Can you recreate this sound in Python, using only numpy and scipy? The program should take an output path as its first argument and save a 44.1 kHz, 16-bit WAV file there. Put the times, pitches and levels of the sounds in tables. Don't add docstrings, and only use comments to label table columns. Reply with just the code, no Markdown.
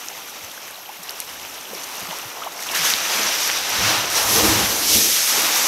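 import sys
import numpy as np
from scipy import signal
from scipy.fft import rfft, irfft, next_fast_len
from scipy.io import wavfile
from scipy.ndimage import uniform_filter1d, map_coordinates

SR = 44100
rng = np.random.default_rng(int(sys.argv[2]) if len(sys.argv) > 2 else 0)


def field_ratio(decibels):
    return 10 ** (np.asarray(decibels, dtype=float) / 20)


def inscribe(sig):
    pcm = np.round(np.clip(np.atleast_2d(sig).T, -1, 1) * 32767)
    wavfile.write(sys.argv[1], SR, pcm.astype(np.int16))


N = 250047


def unit(x):
    return x / np.sqrt(np.mean(x ** 2) + 1e-20)


def along(points, hz):
    f, v = np.transpose(points)
    return np.interp(np.log(hz + 1), np.log(f + 1), v)


def wobble(rate):
    return map_coordinates(rng.standard_normal(int(N * rate / SR) + 4), [np.arange(N) * rate / SR])


def curves(rows):
    s, *columns = np.transpose(rows)
    return [np.interp(np.arange(N) / SR, s, column) for column in columns]


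def filtered(x, response):
    m = next_fast_len(N + 8192)
    return irfft(rfft(x, m) * response(np.fft.rfftfreq(m, 1 / SR)), m)[:N]


def resonant(modes):
    def response(f):
        total = 1
        for center, width, db in modes:
            total = total + field_ratio(db) * 1j * f * width / (center * center - f * f + 1j * f * width)
        return total
    return response


def rush(spectrum, patchy_db):
    z = signal.stft(rng.standard_normal(N + 512), nperseg=512)[2]
    field = uniform_filter1d(rng.standard_normal(z.shape), size=6, axis=0)
    field = uniform_filter1d(field, size=7, axis=1)
    x = signal.istft(z * field_ratio(patchy_db * unit(field)), nperseg=512)[1][:N]
    return unit(filtered(x, lambda hz: field_ratio(along(spectrum, hz))))


def bubbles(s, db, hz, rise, life, hold=2, soft=0.071, bend=1, size=700):
    t = np.arange(size) / SR
    s, db, hz, rise, life, hold = (np.reshape(v, (-1, 1)) for v in (s, db, hz, rise, life, hold))
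    age = t / life
    wave = np.sin(2 * np.pi * hz * t * (1 + rise * np.minimum(age, 2) ** bend / (1 + bend)))
    shape = (1 - np.exp(-age / soft)) * np.exp(-1.5 * age ** hold)
    at = np.clip((s * SR).astype(int) + np.arange(size), 0, N)
    return np.bincount(at.ravel(), (field_ratio(db) * shape * wave).ravel(), N + 1)[:N]


def swarm(count, hz, octaves, cycles, scatter_db, size):
    s, e = rng.random((count, 2)).T
    pitch = np.clip(hz * 2 ** (octaves * rng.standard_normal(count)), 500, 15000)
    big_db = np.minimum(-np.log(1 - e), 4) * scatter_db
    return unit(bubbles(s * N / SR, big_db, pitch, np.full(count, .25), cycles / pitch, size=size))


def crests(bed_db, s, db, rise, fall, curve=1):
    t = np.arange(0, N + 40, 40) / SR
    late = t - s[:, None]
    steps = np.where(late < 0, -late / np.abs(rise)[:, None], late / np.abs(fall)[:, None])
    wave_db = db[:, None] - 10 * steps ** curve
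    power = np.interp(np.arange(N) / SR, t, np.sum(field_ratio(2 * wave_db), axis=0))
    return 10 * np.log10(power + field_ratio(2 * bed_db))


def entered(before, after):
    entry_s, passage_s = 2.68, 0.11
    inside = np.clip((np.arange(N) / SR - entry_s) / passage_s, 0, 1)
    return (1 - inside) * before + inside * after


# (time [s], strength [dB])
CHOP = [
    (0, -41.5),
    (.27, -43),
    (.56, -43.5),
    (.85, -45.5),
    (1.3, -42.5),
    (1.7, -41.5),
    (1.97, -38),
    (2.26, -40.5),
    (2.55, -45),
]
# (crest time [s], wash level [dB], rise [s per 10 dB], fall [s per 10 dB],
# gurgle over wash [dB])
SURGES = [(2.45, -48, 0.56, 0.4, 7.5), (2.6, -51, -0.5, 0.2, 4), (2.668, -41, 0, 0.08, 4),
          (2.70, -41, 0, 0.3, 6), (2.759, -24.5, 0.04, .1, -9), (2.865, -23.5, 0.0654, 0.1, -7),
          (2.93, -30, 0.03, 0.06, -5), (3.17, -25, 0.2443, .5, -3.5), (3.5, -31, 0.06, 0.2, -7),
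          (3.89, -21.5, 0.25, 0.24, -3.5), (4.03, -32, 0, -0.1, 3), (4.185, -27, 0.06, 0.1, 0.5),
          (4.42, -23.5, 0.22, .3, -1.5), (4.56, -25.5, 0.24, 0.25, -1.5), (4.97, -41.5, 3, 0.5, 4.5),
          (5.17, -28, 0.3, 1, -21), (5.36, -28.5, 0.06, 0.4, -3), (5.45, -28, 0.23, 3, 0)]
# (crest time [s], spray level [dB], rise [s per 10 dB], fall [s per 10 dB],
# mist over spray [dB])
BURSTS = [(2.625, -35, .02, 0.08, -6), (2.7, -38, 0.2, -1, -5), (2.76, -22.5, 0.02, 0.06, -4.5),
          (2.86, -20.5, 0.0659, 0.1, -4.5), (2.93, -26, 0.06, 0.03, -8), (3.16, -23, 0.29, 0.7, -6.5),
          (3.42, -25, 0.16, 0.17, -6.5), (3.89, -20.5, 0.29, 0.22, -8), (4.11, -27.5, 0, -0.2, -1),
          (4.175, -20.5, .035, 0.05, -4.5), (4.235, -25.5, 0.03, 0, -3), (4.33, -19, 0.1145, 0.5, -1),
          (4.52, -25, 0.38, .5, -19), (4.85, -29, .04, 0.1, 0), (4.89, -22, 0.02, 0.3, -4),
          (4.95, -17, 0.11, 0.2, -1.5), (5.14, -21, 0.27, 0.9, -2), (5.27, -25, 0, 0.1, -2),
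          (5.37, -23.5, 0, 0, -6), (5.67, -21, .6, 12, -3.5)]


def flow():
    chop_db, = curves(CHOP)
    s, db, rise, fall, over = np.transpose(SURGES)
    gurgle_db = crests(chop_db - 0.6, s, db + over, rise, fall)
    wash_db = crests(chop_db, s, db, rise, fall)
    s, db, rise, fall, over = np.transpose(BURSTS)
    spray_db = crests(chop_db + 2.5, s, db, rise, fall)
    mist_db = crests(chop_db - 2, s, db + over, rise, fall)
    return gurgle_db, wash_db, spray_db, mist_db


# (frequency [Hz], level [dB per Hz])
GURGLE = [(200, -23), (500, -5), (900, 0.5), (1300, -2), (2000, -11.5), (4000, -35)]


def gurgle(sparse_db):
    big = swarm(count=700, hz=888, octaves=0.464, cycles=9.1, scatter_db=3.0, size=500)
    return rush(GURGLE, patchy_db=1.13) + field_ratio(sparse_db - 13.0) * big


# (frequency [Hz], level [dB per Hz])
WASH = [(500, -64), (1200, -2.5), (1800, 0.5), (2800, -0.5), (4000, -4.5), (8000, -43)]


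def wash(sparse_db):
    small = swarm(count=1500, hz=2493, octaves=0.448, cycles=11.2, scatter_db=0, size=300)
    return rush(WASH, patchy_db=1.2) + field_ratio(sparse_db - 5) * small


# (frequency [Hz], level [dB per Hz])
SPRAY = [(800, -45), (2200, -3.5), (3500, 0), (6000, 1.25), (7500, -6), (10000, -16), (14000, -50)]


def spray(sparse_db):
    fizz = swarm(count=5000, hz=4440, octaves=0.535, cycles=4, scatter_db=5.5, size=80)
    return rush(SPRAY, patchy_db=1.15) + field_ratio(sparse_db - 6.5) * fizz


# (frequency [Hz], level [dB per Hz])
MIST = [(3000, -40), (6500, 1), (8500, 0), (12500, -1), (14500, -8), (16000, -16)]


def mist(sparse_db):
    prickle = swarm(count=6000, hz=10500, octaves=.35, cycles=3.2, scatter_db=6, size=40)
    return rush(MIST, patchy_db=1.86) + field_ratio(sparse_db - 7.5) * prickle


def foam():
    gurgle_db, wash_db, spray_db, mist_db = flow()
    sparse_db = -.37 * (spray_db + 37.5)
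    slosh = field_ratio(0.95 * sparse_db) * (0.49 * wobble(16) + 0.5 * wobble(35))
    water = field_ratio(gurgle_db + 1.6 * slosh - 0.23) * gurgle(sparse_db)
    water += field_ratio(wash_db + 1.2 * slosh - 0.5) * wash(sparse_db)
    water += field_ratio(spray_db + 1.8 * slosh - 3) * spray(sparse_db)
    water += field_ratio(mist_db + 0.77 * slosh - 3) * mist(sparse_db)
    return water


# (frequency [Hz], width [Hz], level [dB])
DECK = [(1760, 910, -15), (2900, 1400, -20), (4500, 2100, -15.5)]


def deck(x):
    def comb(f):
        return 1 - sum((-1) ** k * (resonant([mode])(f) - 1) for k, mode in enumerate(DECK))
    return entered(field_ratio(0.35) * filtered(x, comb), x)


# (time [s], boom level [dB], fall [s per 10 dB],
# heave over boom [dB], roll over boom [dB])
SLAMS = [(.16, -55, 0.5, -15, -11), (.43, -56, 0.4, -18, -8), (1.3, -58, 0.35, -6, -8),
         (1.44, -53, 0.1, -8, -5), (1.74, -45.5, 0.28, -23, -20), (2.03, -47, 0.02, -9, 4),
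         (2.45, -52, 1, -34, -28), (2.27, -55, 0.1, -12, -5.5), (2.8, -47, 0.2, -10, -18),
         (2.91, -49, 0.2, -18, -5.5), (3.2, -37.5, 0.15, -37, -16), (3.41, -48, 0, -16, -11),
         (3.68, -42, 0, -16, -17), (3.81, -47, -0.4, -6, -5), (3.87, -35, 0.2, -18, -0.5),
         (4.25, -40.5, 0, -3.5, 0), (4.37, -26.5, 0.15, -21.5, -7), (4.47, -23, 0.1234, -6, -13),
         (4.59, -26.5, 0.09, -13, -5), (4.76, -35.5, 0.3, -22, -11), (4.96, -28, 0.09, -9, -6.5),
         (5.08, -36.5, 0.1, -17, -21), (5.4, -36, 0.1, -25, -15.5), (5.52, -40, 0, -22, -15.5)]


def slams():
    calm_db = -43
    stir_db = flow()[0] - calm_db
    s, db, fall, heave_over, roll_over = np.transpose(SLAMS)
    # (steady level [dB], dB per dB of gurgle, slam level over boom [dB])
    layers = (-79, .1, heave_over), (-73.5, 0.67, roll_over), (-53, 0.88, 0)
    rise = 0.63 * fall
    return [crests(bed_db + follows * stir_db, s, db + over, rise, fall, curve=0.98)
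            for bed_db, follows, over in layers]


# (frequency [Hz], width [Hz], level [dB])
CLEFT = [(108, 12, 1), (210, 4.4, 7.5), (315.4, 7.7, 0), (451, 11, 1)]


def cleft(x):
    return entered(x, unit(filtered(x, resonant(CLEFT))))


# (frequency [Hz], level [dB per Hz])
HEAVE = [(20, -30), (35, -21), (55, 0.5), (80, 2), (105, -10), (200, -41)]
# (frequency [Hz], level [dB per Hz])
ROLL = [(40, -40), (75, -17), (100, 0), (135, -6), (175, -9), (300, -30.5)]
# (frequency [Hz], level [dB per Hz])
BOOM = [(60, -55), (140, -7), (300, 1), (520, -1.5), (900, -7), (2000, -60)]


def swell():
    heave_db, roll_db, boom_db = slams()
    heave = unit(field_ratio(1.2 * wobble(25.3)) * rush(HEAVE, patchy_db=0.5))
    roll = cleft(rush(ROLL, patchy_db=1.5))
    boom = cleft(rush(BOOM, patchy_db=-0.1))
    return field_ratio(heave_db) * heave + field_ratio(roll_db) * roll + field_ratio(boom_db) * boom


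# (frequency [Hz], level [dB per Hz])
FAR = [(24, -51), (40, -31), (810, 7.5), (1630, -23), (2980, 4), (4680, -24), (5720, -5.5), (8130, -18),
       (12500, 1), (16000, -12)]


def far_surf():
    return field_ratio(-43.5 - 5.5) * rush(FAR, patchy_db=3.5)


def small_source(x):
    return filtered(x, lambda hz: (1j * hz / (250 + 1j * hz)) ** 2)


# (time [s], peak level [dB], pitch [Hz])
PLOPS = [(.073, -23, 2470), (.112, -26, 805), (.177, -26, 836), (.284, -25.5, 1420), (.321, -26, 826),
         (.576, -19.5, 1550), (.703, -26.5, 1600), (.78, -26, 700), (1.088, -19, 2770), (1.29, -20, 2920),
         (1.579, -22, 2700), (2.625, -18, 2020), (2.733, -18, 1000), (2.815, -17, 1180), (2.889, -17, 1350),
         (2.925, -17, 1420), (2.108, -22, 613), (2.115, -24, 810), (2.591, -20, 2060), (2.696, -20, 704),
         (1.716, -26, 560), (1.75, -26, 380), (5.045, -18, 320), (3.052, -9, 2670), (3.249, -16.5, 2870),
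         (5.084, -20, 2890), (5.373, -13.5, 412)]


def plops():
    s, db, hz = np.transpose(PLOPS)
    return small_source(bubbles(s, db - 6.5, 0.912 * hz, 0.24, 9.2 / hz, soft=0.15, size=1500))


# (time [s], peak level [dB], pitch [Hz],
# length [cycles])
DROPS = [(0.0845, -12.5, 6200, 2.6), (0.6794, -22, 2100, 1.5), (1.0931, -13.5, 4650, 2.7),
         (1.0964, -21, 12100, 3.1), (1.2077, -22, 9800, 4), (1.449, -27, 1300, 2.3),
         (1.8405, -21, 6300, 3.5), (2.661, -21.5, 1350, 3), (2.745, -16, 2500, 3), (2.7605, -15, 1800, 4),
         (2.851, -15, 3700, 5.5), (2.8745, -19, 1800, 4), (2.903, -15, 2500, 5), (2.836, -16, 1700, 3),
         (1.3977, -27, 3390, 4.1), (1.9994, -23, 11000, 3), (1.4491, -20.5, 2580, 3.2),
         (1.6531, -24, 3130, 3.5), (2.0704, -24, 6160, 3.5), (2.109, -18, 3150, 2.9),
         (2.302, -25, 6130, 3.5), (2.4357, -18, 2980, 2.5), (2.577, -24, 5330, 3.5),
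         (2.6884, -15.5, 3200, 4.5), (2.8546, -20, 3130, 2.6), (2.9144, -12, 6830, 3.5),
         (2.937, -3, 4000, 3.5), (2.944, -20, 3800, 3.5), (3.2324, -9, 5930, 3.5), (3.4952, -21, 850, 2.3),
         (3.493, -14, 1700, 3), (3.4992, -4.5, 2410, 1.2), (3.4745, -12.5, 11500, 5.6),
         (3.694, -17, 12500, 5)]


def ticks():
    s, db, hz, cycles = np.transpose(DROPS)
    return bubbles(s + 0.0009, db + 4.0, hz, 0 * s, cycles / hz, soft=0.29, size=160)


# (time [s], peak level [dB], pitch [Hz])
BLIPS = [(0.1494, -28, 2010), (0.4094, -27.5, 2260), (0.4464, -23.5, 6020), (0.5132, -28, 3430),
         (0.744, -25, 4000), (0.7562, -24, 3800), (0.8589, -28, 3060), (0.9114, -36, 6220),
         (1.2033, -23, 4270), (1.2194, -27, 2410), (1.4574, -27, 3130), (1.43, -25, 5570),
         (1.5534, -27, 5920), (1.8211, -24, 5640), (1.6094, -26, 5800), (1.75, -22, 5220),
         (1.949, -23, 3650), (1.9794, -26, 6010), (2.1024, -23, 2900), (2.1954, -21, 2740),
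         (2.456, -27, 2950), (2.6344, -19, 5950), (2.6962, -16, 2670), (2.7614, -20, 5660),
         (3.5144, -16, 5530)]


def blips():
    s, db, hz = np.transpose(BLIPS)
    return bubbles(s + .0005, db - 1.5, 0.965 * hz, 0.1, 8.0 / hz, soft=0.19, size=400)


# (time [s], peak level [dB], pitch [Hz], life [s])
THUMPS = [(0.154, -53, 148, 0.025), (0.434, -37, 102, 0.03), (0.991, -36, 203, 0.033),
          (1.329, -50, 83.4, 0.026), (1.432, -45, 205, 0.03), (1.708, -31, 228, 0.036),
          (2.01, -35, 207, 0.034), (2.084, -28, 195, 0.03), (2.252, -31, 135, 0.025),
          (2.419, -50, 258, 0.025), (2.786, -28, 184, 0.054), (3.785, -26, 62, 0.049),
          (3.809, -22, 210, 0.035), (4.249, -29, 61.9, 0.03), (4.46, -32, 207, 0.03),
          (4.579, -21.5, 223, 0.027), (4.954, -19, 242, 0.05)]


def thumps():
    s, db, hz, life = np.transpose(THUMPS)
    return bubbles(s, db - 7.0, hz, 0 * s - .2, life, soft=0.099, size=4000)


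# (time [s], peak level [dB])
SPLASHES = [(.2944, -21), (.4444, -23), (.5144, -24), (.6794, -26), (1.0306, -19), (1.2124, -26),
            (1.5394, -22), (1.7444, -19), (1.8332, -15.5), (2.5194, -22), (2.603, -18), (2.6234, -14.5),
            (2.6658, -13.5), (2.713, -11), (2.7474, -10), (2.7694, -9), (2.8494, -6), (2.899, -3.5),
            (3.4735, -13), (3.6994, -13), (4.0994, -10), (4.1544, -18)]


def splashes():
    life_s = 0.013
    s, db = (column[:, None] for column in np.transpose(SPLASHES))
    age = np.maximum(np.arange(0, N, 20) / SR - s, 0) / life_s
    burst = np.sum(field_ratio(db - 14.5) * (1 - np.exp(-age / 0.053)) * np.exp(-1.5 * age), axis=0)
    hiss = unit(rush(SPRAY, patchy_db=3.5) + field_ratio(-0.5) * rush(MIST, patchy_db=-0.5))
    return np.repeat(burst, 20)[:N] * hiss


# (time [s], peak level [dB])
SNAPS = [(0.7103, -25), (1.1074, -18), (1.2019, -11), (1.737, -28), (1.8444, -26), (1.9544, -24),
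         (1.9694, -23), (1.9944, -25), (2.0064, -21), (2.1864, -20), (2.4464, -25)]


def snaps():
    s, db = np.transpose(SNAPS)
    direct = bubbles(s + 0.0003, db + 6.5, 9100, 0, 0.00013, soft=0.16, size=30)
    t = np.arange(300) / SR
    rattle = field_ratio(-19 - 60 * t / 0.0097) * rng.standard_normal(300)
    return direct + field_ratio(-14) * np.roll(direct, 21) + np.convolve(direct, rattle)[:N]


# (time [s], level [dB], pitch [Hz], rise [share], life [s])
GULPS = [
    (.8905, -26.5, 780, 0.37, 0.015),
    (1.7324, -21.5, 480, .15, .0067),
    (2.1265, -23, 800, .3, .004),
    (2.131, -23, 860, .2, 0.0057),
    (2.4187, -24, 1180, .29, .014),
    (2.4627, -23.5, 640, 1.0, .016),
    (2.843, -22.5, 980, 0.56, .016),
]
ABRUPT = 1.8, 8.8


def gulps():
    s, db, hz, rise, life = np.transpose(GULPS)
    hold = ABRUPT[0] + ABRUPT[1] * rise ** 3
    return small_source(bubbles(s, db, hz, rise, life, hold=hold, soft=0.052, bend=1.54, size=1500))


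# (time [s], level [dB], pitch [Hz], rise [share], life [s])
POCKETS = [
    (3.87, -31, 205, .03, .1),
    (4.345, -19, 424, .18, .075),
    (4.41, -21, 210, .02, .1),
    (4.432, -16, 325, .03, 0.027),
    (4.435, -25, 450, .04, .03),
    (4.48, -17.5, 325, -.03, 0.059),
    (4.54, -21, 318, .04, 0.032),
    (4.625, -26, 185, .03, 0.027),
]


def pockets():
    return bubbles(*np.transpose(POCKETS), hold=3, soft=0.3, size=7000)


# (frequency [Hz], width [Hz], added level [dB])
HOUSING = [(5800, 1170, -2), (12600, 2600, 1)]


def housing(x):
    ports = resonant(HOUSING)
    return filtered(x, lambda hz: ports(hz) * (hz < 15750))


# (time [s], low edge [Hz], high edge [Hz])
SPLITS = [(1.785, 4110, 5770), (1.785, 6180, 8320), (3.016, 8840, 10410), (3.178, 4140, 5240),
          (3.178, 6200, 7630), (3.178, 13040, 14550), (3.875, 4130, 5250), (4.455, 7480, 9060),
          (4.989, 8860, 11110)]


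def split(x):
    side, size = np.zeros(N), 2048
    hz = np.fft.rfftfreq(size, 1 / SR)
    for s, low_hz, high_hz in SPLITS:
        at = round(s * SR)
        band = irfft(rfft(x[at + size:][:size]) * (hz > low_hz) * (hz < high_hz))
        side[at:at + size] += field_ratio(-4.5) * np.hanning(size) ** .5 * band
    return side


def scene():
    water = deck(foam()) + swell() + far_surf()
    near = plops() + ticks() + blips() + thumps() + splashes() + snaps() + gulps() + pockets()
    mono = water + near
    return np.array([mono, mono])


def top_cut(x):
    return signal.sosfilt(signal.butter(12, 16640, fs=SR, output="sos"), x)


def record(dry):
    heard = housing(dry[0])
    side = split(heard)
    return top_cut(np.array([heard + side, heard - side]))


dry = scene()
out = record(dry)
inscribe(out)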